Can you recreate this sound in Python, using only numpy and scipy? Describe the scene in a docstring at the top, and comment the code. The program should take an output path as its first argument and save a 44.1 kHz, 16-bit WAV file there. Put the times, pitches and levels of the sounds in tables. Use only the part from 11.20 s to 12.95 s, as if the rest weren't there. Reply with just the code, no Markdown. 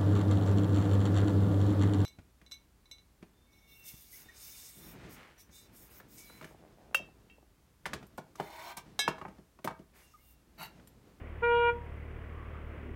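"""A street with queueing cars: a motorcycle rolls slowly past them, heard from the rider's position.
Its engine thuds just above idle: firings ring exhaust modes, and filtered noise swells with each one.
One electric horn toots once, a sum of harmonics; six moving reflections colour it, then a dull tail and echo.
Coloured noise makes the traffic murmur, with soft whirs and a faint hum later on, and air on the microphone.
Traffic and engine noise is weak above 3 kHz; faint hiss lies over everything."""
import sys
import numpy as np
from scipy import signal
from scipy.fft import rfft, irfft
from scipy.io import wavfile
from scipy.ndimage import uniform_filter1d, map_coordinates

SR = 44100
rng = np.random.default_rng(int(sys.argv[2]) if len(sys.argv) > 2 else 0)


def wav_out(sig):
    """Save sig, one row per channel (or a flat mono array), as 16-bit PCM at SR to the path in sys.argv[1]."""
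    wavfile.write(sys.argv[1], SR, np.round(np.clip(np.atleast_2d(sig).T, -1, 1) * 32767).astype(np.int16))


N = 77175


def undb(db):
    """Decibels to gain."""
    return 10 ** (np.asarray(db) / 20)


def level(x, db):
    """Set the rms level."""
    return x * undb(db) / np.sqrt(np.mean(x ** 2))


def curve(t, rows):
    """Straight lines through (place, value) rows."""
    return np.interp(t, *np.array(rows).T)


def noise(spectrum):
    """White noise coloured by (Hz, dB) points, joined by straight lines over log frequency."""
    hz, db = np.array(spectrum).T
    bins_hz = np.maximum(np.fft.rfftfreq(N, 1 / SR), 1)
    gain = undb(np.interp(np.log(bins_hz), np.log(hz), db))
    return irfft(rfft(rng.standard_normal(N)) * gain, N)


def resonate(x, hz, width_hz):
    """One resonance, gain 1 at its centre."""
    b, a = signal.iirpeak(hz, hz / width_hz, fs=SR)
    return signal.lfilter(b, a, x)


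def lowpass(x, hz, order=2):
    """Treble cut; a higher order is steeper."""
    return signal.sosfilt(signal.butter(order, hz, fs=SR, output="sos"), x)


def wander(rate):
    """Random drift, rms 1: `rate` random steps per second, smoothed over one step."""
    k = int(SR / rate)
    steps = np.repeat(rng.standard_normal(N // k + 1), k)
    return level(uniform_filter1d(steps, k)[:N], 0)


def ring(x, hz, t60_s):
    """One mode: every impulse starts a decaying sine."""
    pole = np.exp((2j * np.pi * hz - np.log(1000) / t60_s) / SR)
    return signal.lfilter([1], [1, -pole], x).imag


# Air on the microphone. Each row: frequency in Hz, spectral density in dB.
WIND_SPECTRUM = [(10, -23), (26, -0.5), (50, -2), (75, -9), (140, -29.5), (400, -69)]
WIND_DB, WIND_GUST_DB = -60, 3


def wind():
    """Moving air bumps softly against the microphone: low noise of wandering level."""
    gusts = undb(WIND_GUST_DB * wander(rate=9))
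    return level(noise(WIND_SPECTRUM) * gusts, WIND_DB)


# Traffic murmur. Each row: frequency in Hz, spectral density in dB.
TRAFFIC_SPECTRUM = [(15, -8.5), (30, 4), (90, 2), (160, -0.5), (260, -2), (380, -1), (520, -4.5),
                    (780, -12), (1150, -10.5), (1600, -12.5), (2300, -16.5), (2900, -21.5), (3400, -29),
                    (4100, -44), (6000, -58)]
# Murmur level. Each row: time in seconds, level in dB.
TRAFFIC_LEVEL_DB = [(0, -50), (0.9, -50.5), (1.45, -48.5), (1.6, -48.5), (1.75, -50)]
# Soft whirs. Each row: peak time in s, half length in s, centre in Hz, width in Hz, level in dB.
WHIRS = [(1.21, 0.14, 1133, 230, -57.5), (1.365, 0.047, 1244, 420, -56.5), (1.69, 0.056, 360, 170, -52)]
HUM_HZ, HUM_AT_S, HUM_HALF_S, HUM_DB = 245, 1.68, 0.11, -51


def traffic(t):
    """The murmur of slow cars as coloured noise, with narrow-band whirs and a brief hum rising out of it."""
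    out = level(noise(TRAFFIC_SPECTRUM), 0) * undb(curve(t, TRAFFIC_LEVEL_DB) + 0.5 * wander(rate=12))
    for at_s, half_s, hz, width_hz, db in WHIRS:
        band = rng.standard_normal(N)
        for _ in range(2):
            band = resonate(band, hz, width_hz)
        out = out + level(band, db) * np.exp(-((t - at_s) / half_s) ** 2)
    hum_hz = HUM_HZ * (1 + 0.0084 * wander(rate=17))
    hum = np.sin(2 * np.pi * np.cumsum(hum_hz) / SR)
    return out + undb(HUM_DB) * hum * np.exp(-((t - HUM_AT_S) / HUM_HALF_S) ** 2)


# Engine speed. Each row: time in seconds, firings per second.
FIRING_RATE = [(0, 37.0), (0.45, 37.05), (0.95, 37.25), (1.23, 37.9), (1.43, 37.05), (1.56, 36.55),
               (1.75, 36.7)]
# Exhaust modes. Each row: frequency in Hz, t60 in seconds, relative level in dB.
EXHAUST_MODES = [(79.6, 0.062, 16.5), (224.5, 0.04, -17.5), (358, 0.025, -20)]
# Valve gear and gas rush. 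Each row: frequency in Hz, spectral density in dB.
CLATTER_SPECTRUM = [(150, -2.5), (350, -21.5), (700, -7.5), (1300, -20), (2000, -0.5), (2700, -14.5),
                    (3300, -21.5), (4200, -38.5), (6000, -73)]
FIRST_FIRING_S, FIRING_SCATTER_S, FIRING_SCATTER_DB = 0.0158, 0.0002, 0.97  # scatters are rms
EXHAUST_DB, EXHAUST_LOW_HZ, EXHAUST_TOP_HZ = -44, 27, 715
MUFFLER_HZ = 1407  # the silencer dulls each firing above this
CLATTER_DB, CLATTER_SWELL = -62, 0.65


def engine(t):
    """Slightly uneven firings ring the exhaust; mechanical rush swells with each one."""
    cycles = np.cumsum(curve(t, FIRING_RATE)) / SR - FIRST_FIRING_S * FIRING_RATE[0][1]
    times_s = np.interp(np.arange(int(cycles[-1]) + 1), cycles, t)
    shift, strength = rng.standard_normal((len(times_s), 2)).T
    places = np.clip((times_s + FIRING_SCATTER_S * shift) * SR, 0, N - 1).astype(int)
    pulses = np.zeros(N)
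    pulses[places] = undb(FIRING_SCATTER_DB * strength)

    thud = sum(undb(db) * ring(pulses, hz, t60_s) for hz, t60_s, db in EXHAUST_MODES)
    band = signal.butter(1, [EXHAUST_LOW_HZ, EXHAUST_TOP_HZ], "bandpass", fs=SR, output="sos")
    thud = lowpass(signal.sosfilt(band, thud), MUFFLER_HZ)
    clatter = noise(CLATTER_SPECTRUM) * (1 + CLATTER_SWELL * np.sin(2 * np.pi * cycles))
    return level(thud, EXHAUST_DB) + level(clatter, CLATTER_DB)


# Horn harmonics, first upward. Each row: level in dB, ring-out t60 in seconds.
HORN_PARTIALS = [(-29, 0.21), (-27.5, 0.046), (-28.5, 0.12), (-44.3, 0.07), (-37.5, 0.092), (-44.5, 0.11),
                 (-54, 0.22), (-65.5, 0.06), (-74, 0.046)]
# Level curve of the faint top harmonics. Each row: frequency in Hz, level in dB.
HORN_BUZZ = [(4750, -98.5), (5200, -94), (6100, -97), (7100, -89.5), (7600, -104), (8100, -103),
             (8600, -93), (9200, -90.5), (10000, -98)]
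HORN_HZ, HORN_ON_S, HORN_OFF_S = 474.8, 0.2183, 0.4983
HORN_SCOOP, HORN_SETTLE_S = 0.07, 0.005  # the diaphragm starts flat by this share and pulls up to pitch
HORN_ATTACK_S, HORN_STAGGER_S = 0.016, 0.0018  # each higher harmonic enters later, by 8 ms at most
HORN_JITTER, HORN_BUZZ_T60_S = 0.00074, 0.1  # jitter: rms share of pitch
HORN_DISPERSION_RAD = 1.2  # the flare shifts the higher harmonics, smearing each beat of the diaphragm


def horn(t):
    """The buzzing diaphragm: harmonics enter one after another, hold and ring out, with a faint high buzz."""
    age_s, after_s = np.maximum(t - HORN_ON_S, 0), np.maximum(t - HORN_OFF_S, 0)
    scoop = HORN_SCOOP * np.exp(-age_s / HORN_SETTLE_S)
    hz = HORN_HZ * (1 - scoop + HORN_JITTER * wander(rate=290))
    phase = 2 * np.pi * np.cumsum(hz) / SR
    buzz = [(curve(n * HORN_HZ, HORN_BUZZ), HORN_BUZZ_T60_S) for n in range(10, 22)]
    out = 0
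    for k, (db, t60_s) in enumerate(list(HORN_PARTIALS) + buzz):
        rise = np.clip((age_s - min(k * HORN_STAGGER_S, 0.008)) / HORN_ATTACK_S, 0, 1)
        fall = np.exp(-np.log(1000) * after_s / t60_s)
        tone = np.sin((k + 1) * phase - HORN_DISPERSION_RAD * k ** 2)
        out = out + undb(db) * rise * fall * tone
    return out


# Reflections of the horn. Each row: delay at mid-toot in ms, change of delay in ms per s, gain.
REFLECTIONS = [ (0.263, 1.357, 0.357), (0.682, 1.564, 0.169), (1.763, 1.343, 0.157), (2.362, -2.04, 0.254),
               (2.385, 4.585, 0.11), (4.55, 7.5, 0.09), ]
MID_TOOT_S = 0.37


def reflect(x, t):
    """Road and car bodies return the sound over paths that lengthen or shorten as the bike rolls."""
    out = x
    for delay_ms, drift_ms_per_s, gain in REFLECTIONS:
        late_s = (delay_ms + drift_ms_per_s * (t - MID_TOOT_S)) / 1000
        out = out + gain * map_coordinates(x, [(t - late_s) * SR], mode="constant")
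    return out


# Tail and echo gains are those ahead of the damping.
STREET_DB, STREET_T60_S, STREET_LAG_S, STREET_DAMP_HZ = -20, 0.41, 0.049, 1080
FAR_ECHO_S, FAR_ECHO_DB = 0.09, -23


def street(x, t):
    """One far echo and a short diffuse tail from the cars and trees further off, both dull."""
    tail = rng.standard_normal(N) * np.exp(-np.log(1000) * t / STREET_T60_S) * (t > STREET_LAG_S)
    tail = tail / np.linalg.norm(tail)
    diffuse = undb(STREET_DB) * signal.fftconvolve(x, tail)[:N]
    echo = undb(FAR_ECHO_DB) * np.interp(t - FAR_ECHO_S, t, x)
    return lowpass(diffuse + echo, STREET_DAMP_HZ, order=8)


def scene():
    """Wind, traffic, engine and horn at the microphone."""
    t = np.arange(N) / SR
    toot = horn(t)
    mix = wind() + traffic(t) + engine(t) + reflect(toot, t) + street(toot, t)
    return mix[None]


# Microphone hiss. Each row: frequency in Hz, spectral density in dB.
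HISS_SPECTRUM = [(1000, 0), (4500, 2.2), (7500, -1.39), (9500, 0.5), (12000, -2.8), (15500, 1.5)]
HISS_DB, TOP_HZ = -76.5, 15700  # hiss level ahead of the top cut


def record(dry):
    """The microphone adds faint hiss; a steep elliptic filter cuts the top."""
    steep = signal.ellip(10, 0.2, 70, TOP_HZ, fs=SR, output="sos")
    return signal.sosfilt(steep, dry + level(noise(HISS_SPECTRUM), HISS_DB))


dry = scene()
out = record(dry)
wav_out(out)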